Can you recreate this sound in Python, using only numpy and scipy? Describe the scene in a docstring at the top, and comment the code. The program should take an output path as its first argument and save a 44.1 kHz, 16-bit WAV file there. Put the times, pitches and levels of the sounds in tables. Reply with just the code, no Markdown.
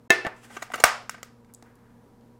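"""Lid locking onto a food processor

A clear plastic lid knocks onto the bowl, rocks, scrapes round and snaps into its lock.
Small ticks come before and after the snap. Knocks and clicks are fading sine waves with a noisy crack;
low thumps, mostly the bass body of the knocks and snap, are short low sines.
Rubbing, the palm and the ticks are shaped noise. Noise echoes make the hard-walled kitchen.
A fridge hum of steady tones with air noise lies underneath, and all sound drops out briefly near the start.
"""
import sys
import numpy as np
from scipy import signal
from scipy.fft import rfft, irfft
from scipy.io import wavfile
from scipy.ndimage import uniform_filter1d

SR = 44100
rng = np.random.default_rng(int(sys.argv[2]) if len(sys.argv) > 2 else 0)


def put_to_file(sound):
    """Save the sound as 16-bit audio at rate SR, in the file named by the first command-line argument."""
    columns = np.atleast_2d(sound).T  # one column per channel
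    safe = np.clip(columns, -1, 1)
    whole_steps = np.round(safe * 32767)
    wavfile.write(sys.argv[1], SR, whole_steps.astype(np.int16))


N = 105707  # length in samples

# Steady fridge tones. Each row: pitch in Hz, average (RMS) level in dB.
HUM_TONES = [(118.4, -61.5), (236.9, -60.5), (473.7, -66), (764.4, -80), (963.6, -73)]
# Colour of the kitchen's air noise. Each row: frequency in Hz, relative level in dB per Hz.
AIR_COLOUR = [(15, -41), (25, -13.5), (167, -14), (232, -7.5), (321, -17), (470, -16), (651, -22),
              (952, -22.5), (2670, -40), (15200, -47.5), (16500, -67)]
# Ways the lid vibrates while loose in the hand.
# Each row: pitch in Hz, relative level in dB, time to fade by 60 dB in seconds.
LOOSE_MODES = [(383, -2, 0.061), (516, -5, 0.041), (677, -3.5, .1), (780, -10, 0.058), (1055, -15.5, 0.078),
               (1458, -14.5, .08), (1620, -26, .1), (1768, 4.5, 0.11), (1750, -15.5, 0.075),
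               (2102, -8, 0.11), (2616, -1, 0.07), (3164, -9.5, .05), (3760, -7, 0.044), (5210, -15, 0.044),
               (6630, -17, 0.051)]
# Ways lid and bowl vibrate once the lid is seated.
# Each row: pitch in Hz, relative level in dB, time to fade by 60 dB in seconds.
SEATED_MODES = [(570, -28.5, .04), (746, -1, .035), (838, -2, 0.026), (1010.6, -12, .04), (1188, -1, .04),
                (1324, -4, .025), (1426, 0, 0.012), (1547, 1, .03), (1952, 8.5, 0.01), (2207, -4.5, .03),
                (2764, -2, .015), (3640, -16.5, 0.043), (4929, -17, 0.0033), (6310, -5, .012),
                (7170, -4.5, .008)]
# Knocks of the loose lid on the rim. Each row: start in seconds, relative level in dB,
# first blow against the rebounds in dB, rebound time in seconds, bass change in dB, treble change in dB.
LOOSE_KNOCKS = [(.098, -46.5, 27, .002, -8, -10), (.1042, -2, 7, .001, 0, -6),
                (.2495, -26, 5, 0.0011, 7, -23)]
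# Clicks of the seated lid. Each row: start in seconds, relative level in dB,
# first blow against the rebounds in dB, rebound time in seconds, bass change in dB, treble change in dB.
SEATED_CLICKS = [(.259, -27, -3, 0.0056, 4.5, -44), (.2668, -24, 4, 0.0028, 2.5, -11.5),
                 (.498, -47.5, -17, .003, 6.5, -18), (.505, -42.5, -17, 0.0046, 6, -10),
                 (.566, -28, -13.5, .003, -7.5, -7.5), (.622, -27, -13.5, .003, -5, 1.5),
                 (.702, -43, -7.5, 0.00099, 6, -18.5), (.718, -34.5, -6, 0.0013, -36, -12),
                 (.737, -20.5, -11, .005, -14.5, -5.5), (.756, -37.5, -8, .003, 8, 4),
                 (.775, -35, -16, .007, 7, 0), (.799, -29.5, -18, .003, 3, 7.5),
                 (.8378, 0, -20.5, .0015, -2, 1), (1.02, -48, -30, 0.004, 9, -9),
                 (1.0945, -25.5, -15, 0.00067, -39, 3), (1.144, -36, -6.5, 0.0035, -6, -16),
                 (1.18, -45, -5, 0.0023, -2, -11.5), (1.230, -34, 1.5, 0.00091, -8, 4.5),
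                 (1.447, -57.5, 5, .001, -10, -2), (1.49, -57, -10, .006, -12, -14),
                 (1.625, -53, 20, 0.00033, 10.5, 9.5)]
# Colour of the noisy crack in each hit. Each row: frequency in Hz, relative level in dB.
CRACK_COLOUR = [(1500, -25.5), (3000, -6), (7000, -1.5), (11000, -14), (16000, -17.5)]
# Broad splash that a loose hit scatters into the room. Each row: frequency in Hz, relative level in dB.
LOOSE_SPLASH = [(200, -17.5), (400, 3.5), (750, -5), (1300, -3.5), (1800, -2.5), (3000, -5), (6000, -2.5),
                (10000, -13.5), (16000, -20.5)]
# The same splash for a seated hit. Each row: frequency in Hz, relative level in dB.
SEATED_SPLASH = [(300, -18), (600, 6.5), (1200, 6), (2200, -0.5), (4000, -9.5), (7000, -3.5), (11000, -17),
                 (14000, -13.5), (16000, -18)]
# Kitchen echo bands. Each row: centre in Hz, relative level in dB, time to fade by 60 dB in seconds.
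ROOM_BANDS = [(261.2, -7, 0.39), (463, -3, 0.411), (982, 0, 0.35), (1850, 0.5, 0.34), (4000, -2.5, 0.38),
              (8000, -8.5, 0.31), (13000, -0.5, 0.13)]
# Low thumps, mostly the bass body of the knocks and snap.
# Each row: start in seconds, relative level in dB, pitch in Hz.
LOW_THUMPS = [(0.104, -36, 200), (.2665, -21, 210), (.742, -49.5, 59.16), (.838, -33, 40.1),
              (1.627, -41, 306)]
# Lid rubbing on the rim and under the fingers. Each row: time in seconds, level in dB.
RUB_LEVEL = [(.3, -91), (.37, -61), (.41, -63), (.45, -50.5), (.485, -64), (.51, -54.5), (.56, -49.5),
             (.585, -58.5), (.64, -53), (.685, -71), (.72, -57.5), (.79, -58.5), (.83, -47)]
# Colour of that rubbing. Each row: frequency in Hz, relative level in dB per Hz.
RUB_SPECTRUM = [(300, -6), (1300, -3.5), (1600, -3.5), (2800, -5.5), (4000, -14.5), (8000, -10),
                (13000, -22), (16000, -26)]
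# A palm settling on the housing. Each row: time in seconds, level in dB.
PALM_LEVEL = [(1.6, -84), (1.65, -60), (1.75, -71.5), (1.9, -70), (2.05, -77)]
# Colour of the palm sound. Each row: frequency in Hz, relative level in dB.
PALM_SPECTRUM = [(400, -23), (1000, -0.5), (1800, 0.5), (2600, -13), (5000, -27.5)]
# A finger leaving the plastic. Each row: start in seconds, relative level in dB, centre in Hz, width in Hz.
FINGER_TICKS = [(.365, -62.5, 6000, 5000), (0.7217, -46.5, 10000, 9000), (0.757, -36.5, 10900, 8960),
                (1.538, -45.5, 10000, 9000), (1.5425, -53, 5060, 3000), (1.547, -35.5, 7450, 2870),
                (1.755, -59.5, 9080, 8000), (2.21, -62, 4000, 4000)]

HUM_WAVER_DB, HUM_WAVER_HZ = 0.5, 12
AIR_DB, AIR_SWELL_DB, AIR_SWELL_HZ = -58, 0.6, 18
REBOUNDS_PER_S = 4000  # average rate of random rebounds
SCATTER_DB = 1.5  # spread of mode levels from hit to hit
DETUNE = 0.004  # each mode's pitch varies at random from hit to hit by up to this fraction
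CRACK_DB, CRACK_FADE_S = -4, 0.0022
SPLASH_DB = 27
RING_SEND_DB, RING_SEND_HZ = -3, 3000  # share of the loose ring sent to the room, and its upper edge
ROOM_DB, ROOM_BUILD_S = -13, 0.0069
RUB_GRAIN_DB, RUB_GRAIN_HZ = 1.5, 100
TICK_FADE_S = 0.0024
LOW_CUT_HZ, TOP_HZ = 260, 16100
GAP_START_S, GAP_END_S, GAP_FADE_S = 0.08, 0.0957, 0.0037
BEFORE_GAP_DB = -1.5
CEILING = 0.95  # clipping level, full scale is 1


def undb(db):
    """Turn decibels into a multiplier."""
    return 10 ** (np.asarray(db) / 20)


def unit(x):
    """Scale a signal to an average (RMS) strength of 1."""
    return x / np.sqrt(np.mean(x ** 2))


def level_at(hz, points):
    """Read a dB curve at given frequencies, with straight lines on a log frequency scale."""
    points = np.array(points, float)
    return np.interp(np.log(hz), np.log(points[:, 0]), points[:, 1])


def colour(x, points):
    """Make each frequency louder or softer, following a dB curve."""
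    hz = np.fft.rfftfreq(len(x), 1 / SR) + 1  # the 1 avoids log of zero
    return irfft(rfft(x) * undb(level_at(hz, points)), len(x))


def walk(rate):
    """Smooth noise twice to get a slow random drift with a spread of 1."""
    width = int(SR / rate)
    once = uniform_filter1d(rng.standard_normal(N), width)
    return unit(uniform_filter1d(once, width))


def add(out, at, x):
    """Mix a short sound into a long one, starting at a time in seconds."""
    i = int(at * SR)
    out[i:i + len(x)] += x[:N - i]


def fridge(t):
    """Humming tones waver a little in level, over air noise that swells slightly."""
    hum = np.zeros(N)
    for hz, db in HUM_TONES:
        level = np.sqrt(2) * undb(db + HUM_WAVER_DB * walk(HUM_WAVER_HZ))
        hum += level * np.sin(2 * np.pi * (hz * t + rng.random()))
    air = unit(colour(rng.standard_normal(N), AIR_COLOUR))
    return hum + air * undb(AIR_DB + AIR_SWELL_DB * walk(AIR_SWELL_HZ))


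def plastic_ring(t, modes, tilt):
    """Struck plastic vibrates at several pitches at once, each fading at its own speed."""
    modes = np.array(modes)
    hz, db, fade_s = modes[:, :1], modes[:, 1], modes[:, 2:]
    gain = undb(db + SCATTER_DB * rng.standard_normal(len(modes)) + level_at(modes[:, 0], tilt))
    shift = 1 + DETUNE * (2 * rng.random((len(modes), 1)) - 1)
    return gain @ (np.sin(2 * np.pi * hz * shift * t) * 1000. ** (-t / fade_s))


def crack(t, treble_db):
    """The hard contact gives a burst of noise that dies away quickly."""
    noise = unit(colour(rng.standard_normal(len(t)), CRACK_COLOUR))
    return noise * np.exp(-t / CRACK_FADE_S) * undb(CRACK_DB + treble_db)


def blow_and_rebounds(t, blow_db, chatter_s):
    """One first blow, then a random swarm of small pushes that swells and fades."""
    rise = t[:2048] / chatter_s
    chance, push = rng.random((2, 2048))
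    swarm = (chance < REBOUNDS_PER_S / SR) * (2 * push - 1) * rise * np.exp(-rise)
    pushes = swarm / np.linalg.norm(swarm) + undb(blow_db) * (rise == 0)
    return pushes / np.linalg.norm(pushes)


def hits(table, modes, splash_colour):
    """Blows and rebounds set off ring and crack; a broad splash is kept apart for the room."""
    direct, splash = np.zeros(N), np.zeros(N)
    t = np.arange(SR // 4) / SR
    click = 1. * (np.arange(1024) == 128)  # a single pulse, to be coloured
    for at, db, blow_db, chatter_s, bass_db, treble_db in table:
        tilt = [(800, bass_db), (1400, 0.022), (2500, 0.01), (5000, treble_db)]  # (Hz, dB)
        body = plastic_ring(t, modes, tilt) / 2 + crack(t, treble_db)
        pushes = blow_and_rebounds(t, blow_db, chatter_s)
        add(direct, at, undb(db) * signal.fftconvolve(body, pushes))
        add(splash, at, undb(db + SPLASH_DB) * colour(colour(click, splash_colour), tilt))
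    return direct, splash


def room(x):
    """Echoes off hard walls build up, then each frequency band dies at its own rate."""
    t = np.arange(int(.7 * SR)) / SR
    tail = np.zeros(len(t))
    for hz, db, fade_s in ROOM_BANDS:
        edges = [(hz / 2, -30), (hz / 1.5, 0), (hz * 1.3, 0), (hz * 2, -30)]
        band = colour(rng.standard_normal(len(t)), edges)
        tail += band * undb(db) * 1000. ** (-t / fade_s)
    tail *= 1 - np.exp(-(t / ROOM_BUILD_S) ** 2)
    return undb(ROOM_DB) * signal.fftconvolve(x, tail / np.linalg.norm(tail))[:N]


def thumps():
    """Each low thump is a sine that dies away quickly."""
    out, t = np.zeros(N), np.arange(4096) / SR
    for at, db, hz in LOW_THUMPS:
        add(out, at, undb(db) * np.sin(2 * np.pi * hz * t) * np.exp(-2 * hz * t))
    return out


def rub(t, levels, spectrum):
    """Friction on plastic is noise with an uneven, grainy level that follows the hand."""
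    levels = np.array(levels)
    grain = rng.standard_normal(N) * undb(RUB_GRAIN_DB * walk(RUB_GRAIN_HZ))
    hand_db = np.interp(t, levels[:, 0], levels[:, 1], -120, -120)
    return unit(colour(grain, spectrum)) * undb(hand_db)


def ticks():
    """A finger leaving the plastic makes a very short noise burst around one pitch."""
    out, t = np.zeros(N), np.arange(1024) / SR
    for at, db, hz, width in FINGER_TICKS:
        b, a = signal.iirpeak(hz, hz / width, SR)
        burst = rng.standard_normal(1024) * np.exp(-t / TICK_FADE_S)
        narrow = signal.lfilter(b, a, signal.lfilter(b, a, burst))
        add(out, at, undb(db) * 2 * narrow)
    return out


def dropout(t):
    """Silence everything for a moment; the sound before it is slightly softer."""
    outside = np.maximum(GAP_START_S - t, t - GAP_END_S)
    before = undb(BEFORE_GAP_DB * (t < GAP_START_S))
    return np.clip(outside / GAP_FADE_S, 0, 1) * before


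def scene():
    """Mix the lid and its echoes with the thumps and the fridge."""
    t = np.arange(N) / SR
    loose, loose_splash = hits(LOOSE_KNOCKS, LOOSE_MODES, LOOSE_SPLASH)
    seated, seated_splash = hits(SEATED_CLICKS, SEATED_MODES, SEATED_SPLASH)
    small = rub(t, RUB_LEVEL, RUB_SPECTRUM) + ticks() + rub(t, PALM_LEVEL, PALM_SPECTRUM)
    low_pass = signal.butter(2, RING_SEND_HZ, fs=SR, output="sos")
    ring_send = undb(RING_SEND_DB) * signal.sosfilt(low_pass, loose)
    echoes = room(loose_splash + seated_splash + ring_send + small)
    low_cut = signal.butter(2, LOW_CUT_HZ, "high", fs=SR, output="sos")
    lid = signal.sosfilt(low_cut, loose + seated + small + echoes)
    return ((lid + thumps() + fridge(t)) * dropout(t))[None]


def record(dry):
    """Peaks above the ceiling overload the input and flatten; then the top is cut."""
    top_cut = signal.ellip(8, .2, 60, TOP_HZ, fs=SR, output="sos")
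    return signal.sosfilt(top_cut, np.clip(dry, -CEILING, CEILING))


dry = scene()
out = record(dry)
put_to_file(out)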